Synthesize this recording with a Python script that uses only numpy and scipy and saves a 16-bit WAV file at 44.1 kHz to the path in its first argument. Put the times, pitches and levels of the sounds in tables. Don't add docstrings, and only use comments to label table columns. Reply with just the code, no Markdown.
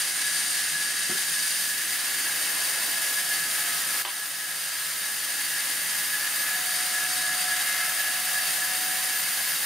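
import sys
import numpy as np
from scipy import signal
from scipy.fft import rfft, irfft, next_fast_len
from scipy.io import wavfile
from scipy.ndimage import uniform_filter1d, minimum_filter1d, map_coordinates

SR = 44100
rng = np.random.default_rng(int(sys.argv[2]) if len(sys.argv) > 2 else 0)


def generate_wav(signal):
    frames = np.transpose(np.atleast_2d(signal))
    scaled = np.clip(frames, -1, 1) * 32767
    pcm = np.round(scaled).astype(np.int16)
    wavfile.write(sys.argv[1], SR, pcm)


N = 425565

# t/s, rubbing hiss/dB, sawdust fizz/dB, load/dB (heard as low rasp)
CUT_LEVELS = [(0.0, -29, -42, -50), (0.4, -28.0, -46, -51.5), (1.0, -30, -44.5, -51.5),
              (1.2, -28.5, -40.5, -51.5), (1.4, -28, -44, -51.5), (1.6, -28.5, -37.5, -50.5),
              (1.8, -30.5, -38, -53), (2.6, -29.0, -37.0, -45), (3.4, -29.5, -35, -49),
              (4.4, -29.0, -36.0, -46.5), (4.8, -29, -36, -48.5), (6.6, -30.5, -35.5, -48.5),
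              (6.8, -29, -39, -49.0), (8.0, -30, -35.5, -47.0), (9.65, -29.5, -34, -48)]


def amp(db):
    return 10 ** (np.asarray(db) / 20)


def unit(x):
    return x / np.sqrt(np.mean(np.abs(x) ** 2) + 1e-20)


def along(points, hz):
    f, values = np.transpose(points)
    return np.interp(np.log(hz + 1), np.log(f + 1), values)


def curves(rows):
    times, *columns = np.transpose(rows)
    return [np.interp(np.arange(N) / SR, times, column) for column in columns]


def above_mean(level_db):
    return level_db - level_db.mean()


def wobble(rate):
    return map_coordinates(rng.standard_normal(int(N * rate / SR) + 4), [np.arange(N) * rate / SR])


def filtered(x, response):
    size = next_fast_len(N + SR // 4)
    return irfft(rfft(x, size) * response(np.fft.rfftfreq(size, 1 / SR)), size)[..., :N]


def colour(points):
    return lambda hz: amp(along(points, hz))


def resonances(modes):
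    def response(hz):
        power = 0
        for centre, width, db in modes:
            slope = np.where(hz < centre, -3, -1.4)
            power += amp(db) ** 2 * (1 + ((hz - centre) / width) ** 2) ** slope
        return np.sqrt(power)
    return response


def room_noise(response, ripple_db, ripple_hz=16):
    # f/Hz, side against mid/dB
    stereo_width = [(50, -42), (150, -38), (350, -32.5), (700, -12.5), (1400, -9), (2800, -8.5),
                    (5600, -7.9), (10000, -8.5), (14000, -10.5)]

    def heard(hz):
        comb = np.interp(hz / ripple_hz, np.arange(SR // 8), rng.standard_normal(SR // 8))
        mid_side = np.array([np.ones_like(hz), colour(stereo_width)(hz)])
        return response(hz) * amp(ripple_db * comb) * mid_side
    mid, side = filtered(rng.standard_normal((2, N)), heard)
    return np.array([mid + side, mid - side]) / np.std(mid)


def frame():
    frame_modes = [(80, 16, -13.5), (156, 10.5, 4), (213, 35, -5.5), (298, 14, 1), (324, 8, -15),
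                   (392, 22, -8)]
    rumble_spectrum = [(20, -25), (55, -25), (80, -3.5), (125, -2), (170, 3.5), (270, 1), (450, -9),
                       (900, -10), (2500, -43)]
    hum = amp(-57.5) * room_noise(resonances(frame_modes), ripple_db=1.5)
    rumble = amp(-59.5) * room_noise(colour(rumble_spectrum), ripple_db=2.0)
    return hum + rumble


def timber_slide():
    push_levels = [(0, -60.5), (1.7, -62), (2.25, -56), (3.7, -57), (4.4, -60.5), (9.65, -64.5)]
    scrape_spectrum = [(120, -31), (280, 4.5), (380, 7), (540, 4.5), (750, -23), (1500, -41)]
    level_db, = curves(push_levels)
    scrape = room_noise(colour(scrape_spectrum), ripple_db=2)
    return amp(level_db + 1.5 * wobble(11)) * scrape


def knocks(blows, modes, scatter_db, room_t60):
    t = np.arange(SR // 2) / SR
    rung = sum(amp(db - 60 * t / t60) * np.sin(2 * np.pi * hz * t) * (-1) ** k
               for k, (hz, db, t60) in enumerate(modes))
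    tail_rise = 1 - np.exp(-t / 0.0017)
    direct, tail_power = np.zeros((2, N + SR))
    for start, db in blows:
        span = slice(round(start * SR), round(start * SR) + len(t))
        direct[span] += amp(db) * rung
        tail_power[span] += amp(db - 60 * t / room_t60) ** 2 * tail_rise
    scatter = room_noise(resonances([(hz, hz / 5, db) for hz, db, _ in modes]), ripple_db=2.5)
    return direct[:N] + amp(scatter_db) * np.sqrt(tail_power[:N]) * scatter


def offcut_thud():
    landings = [(1.094, -36.5), (1.111, -41)]
    offcut_modes = [(125, -17, .15), (204, -1.5, 0.25), (255, -10, .08), (362, -6.5, 0.19), (667, -12, .05),
                    (1210, -15, .04)]
    return knocks(landings, offcut_modes, scatter_db=-1.5, room_t60=0.35)


def timber_clack():
    hits = [(4.0495, -22.5), (4.066, -30), (4.076, -28), (4.086, -30)]
    table_modes = [(360, -14, .09), (590, -13, .07), (800, -6, .06), (980, -3, .07), (1150, -3, .065),
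                   (1560, -3, .045), (2050, -2, .04), (2600, -1, .04), (3100, 0, .04), (3450, -6, .04)]
    return knocks(hits, table_modes, scatter_db=-3, room_t60=0.2)


def drive(build_s=0.25):
    turning_rate = [(0, 67.2), (.5, 66.9), (1.1, 66.5), (2, 67.3), (2.5, 68.5), (3, 69.8), (3.5, 70.5),
                    (4.5, 71.25), (5.5, 72.2), (6.5, 73.38), (7.4, 73.3), (8.5, 73.68), (9.65, 74.5)]
    steady_orders = [(2, -31), (4, -21.5), (7, -19.5), (9, -21.5), (10, -26), (11, -21), (16, -13.5),
                     (18, -10), (20, -21)]
    whines = [(9, 661, 3, -57), (10, 694, 16, -52.5), (10, 733.2, 1.8, -45.5), (10, 737.8, 3.4, -45),
              (11, 739, 3, -52), (17, 1244, 14, -52), (18, 1271, 16, -46), (18, 1320, 5, -48),
              (19, 1343, 12, -49.5), (19, 1392, 4, -51), (23, 1687, 5, -41.5), (27, 1949, 13, -44.5),
              (36, 2652, 7, -47), (37, 2724, 10, -49)]
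    speed, = curves(turning_rate)
    _, _, load_db = curves(CUT_LEVELS)
    angle = 2 * np.pi * np.cumsum(speed + 0.037 * wobble(12)) / SR
    pole = np.exp(-1 / (build_s * SR))
    power = {order: amp(load_db + db + 2.6 * wobble(1.45)) ** 2 for order, db in steady_orders}
    for order, hz, half_hz, db in whines:
        in_tune = np.exp(-((order * speed - hz) / half_hz) ** 2)
        built_up = signal.lfilter([1 - pole], [1, -pole], in_tune)
        power[order] = power.get(order, 0) + (amp(db) * built_up) ** 2
    return sum(np.sqrt(2 * p) * amp(1.9 * wobble(7)) * np.sin(order * angle)
               for order, p in power.items())


def binding(middle_s=7.67, half_length_s=0.28):
    return np.exp(-((np.arange(N) / SR - middle_s) / half_length_s) ** 2)


def rubbed_mode(hz, width_hz, steadiness):
    band = signal.hilbert(filtered(rng.standard_normal(N), resonances([(hz, width_hz, 0)])))
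    swing = np.abs(unit(band))
    return unit(band.real / (swing + 0.086) ** steadiness)


def blade_ring():
    friction_levels = [(0, -41), (1.2, -40.5), (2.2, -40.5), (3.2, -38.5), (5.4, -40), (6.4, -39),
                       (8, -37.5), (9.65, -42)]
    squeals = [(0.266, 0.059, -35), (0.754, 0.073, -35.5), (1.371, 0.082, -35.5), (3.173, 0.034, -35.5),
               (6.12, 0.036, -32.5), (6.22, 0.036, -31), (6.47, 0.098, -33), (6.948, 0.11, -35.5),
               (7.232, 0.061, -33.5), (7.509, 0.12, -36.5), (7.697, 0.168, -38), (7.922, 0.081, -35.5),
               (8.344, 0.046, -32.5), (8.589, 0.072, -32.5)]
    lap_hz, first_tight_s, wheel_hz = 3.605, 0.046, 14.47
    squeal_edge_db_per_s = 200
    t = np.arange(N) / SR
    friction_db, = curves(friction_levels)
    lap_db = 1.8 * np.cos(2 * np.pi * lap_hz * (t - first_tight_s))
    main_db = friction_db + lap_db + 2 * binding() + 0.8 * wobble(16)
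    for start, length, db in squeals:
        outside_s = np.abs(t - np.clip(t, start, start + length))
        main_db = np.maximum(main_db, db - squeal_edge_db_per_s * outside_s)
    chatter_db = 1.2 * np.cos(2 * np.pi * wheel_hz * t) + 1.7 * wobble(60)
    main = amp(main_db + chatter_db) * rubbed_mode(1689, width_hz=11, steadiness=0.56)
    _, fizz_db, _ = curves(CUT_LEVELS)
    upper_db = -51 + above_mean(fizz_db) + 13 * binding()
    return main + amp(upper_db) * rubbed_mode(2094, width_hz=5.4, steadiness=0.24)


def blade_cut():
    hiss_spectrum = [(1000, -42), (2200, -30), (3000, -5.5), (4300, -4), (5000, -1), (5700, -4),
                     (6600, -2.5), (8400, -4), (9500, 1.5), (10800, -2.5), (12300, -6.5), (13400, -9.5),
                     (16000, -15)]
    fizz_spectrum = [(6000, -39), (10500, 7), (12300, 4), (13450, -9), (14400, 2), (16000, -2.5)]
    top_mode = [(13760, 390, 0)]
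    steel_modes = [(2180, 13, -5), (2710, 16, -7), (3135, 23, -0.5), (3670, 19, -1), (3828, 30, 0.5),
                   (4140, 19, 0), (4537, 45, 4), (4758, 42, 2.5), (5300, 71, -5), (6310, 160, -5.5),
                   (6840, 18, -3.5), (8720, 170, 5)]
    rasp_spectrum = [(700, -36.5), (1150, -13.5), (1480, -7), (1620, -2.5), (1850, -0.5), (2020, -1.5),
                     (2350, -8), (2800, -6.5), (4000, -13.5), (7000, -39)]
    low_spectrum = [(200, -33), (460, -10.5), (620, 1), (800, 2), (1050, 0), (1350, -2), (1900, -11.5),
                    (3500, -37)]
    hiss_db, fizz_db, load_db = curves(CUT_LEVELS)
    pressure = amp(0.3 * wobble(14) + 0.47 * wobble(60) + 0.43 * wobble(220))
    hiss = amp(hiss_db - 1.18) * room_noise(colour(hiss_spectrum), ripple_db=2.14)
    fizz = amp(fizz_db - 0.7) * room_noise(colour(fizz_spectrum), ripple_db=0.6)
    sizzle = amp(fizz_db - 3.5 + 1.2 * wobble(22)) * room_noise(resonances(top_mode), ripple_db=5.0)
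    damping_db = 0.12 * above_mean(fizz_db)
    steel_db = hiss_db - 5.5 - damping_db + 0.93 * wobble(25)
    steel = amp(steel_db) * room_noise(resonances(steel_modes), ripple_db=1.5)
    rasp_db = -34.5 + 0.2 * above_mean(load_db) + 1.5 * binding()
    rasp = amp(rasp_db) * room_noise(colour(rasp_spectrum), ripple_db=3.0)
    low_rasp = amp(load_db + 1.76) * room_noise(colour(low_spectrum), ripple_db=3.5)
    return pressure * (hiss + fizz + sizzle + steel + rasp + low_rasp)


def standing_waves(tone, lead_radians):
    return filtered(tone, lambda hz: np.exp(0.5j * lead_radians * np.array([[1], [-1]])))


def scene():
    balance = [(100, -0.5), (200, 1.3), (700, 0.5), (5500, .6), (10000, 0), (15000, 0)]
    blows = offcut_thud() + timber_clack()
    tones = standing_waves(blade_ring() + drive(), lead_radians=0.3)
    mix = blade_cut() + tones + frame() + timber_slide() + blows
    return filtered(mix, lambda hz: amp(along(balance, hz) * np.array([[0.5], [-0.5]])))


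def gain_control(x, threshold_db, most_db, ahead_s, fast_db_per_s, slow_db_per_s, slow_share):
    t = np.arange(N) / SR

    def detector_band(hz):
        return 1 / (1 + (hz / 1300) ** 8) / (1 + (500 / (hz + 1)) ** 8)

    def release(cut, db_per_s):
        return np.maximum.accumulate(cut + db_per_s * t) - db_per_s * t
    sensed = filtered(x.mean(axis=0), detector_band)
    power = np.abs(uniform_filter1d(sensed ** 2, size=220))
    wanted_db = np.clip(4 * (10 * np.log10(power + 1e-12) - threshold_db), 0, most_db)
    early_db = np.interp(t + ahead_s, t, wanted_db)
    held_db = -minimum_filter1d(-early_db, size=1800, origin=899)
    cut_db = np.maximum(release(held_db, fast_db_per_s), release(slow_share * held_db, slow_db_per_s))
    return x * amp(-uniform_filter1d(cut_db, size=180))


def record(dry):
    ducked = gain_control(dry, threshold_db=-30.5, most_db=7.8, ahead_s=0.027,
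                          fast_db_per_s=45, slow_db_per_s=2.9, slow_share=0.72)
    return filtered(ducked, lambda hz: hz < 15730)


dry = scene()
out = record(dry)
generate_wav(out)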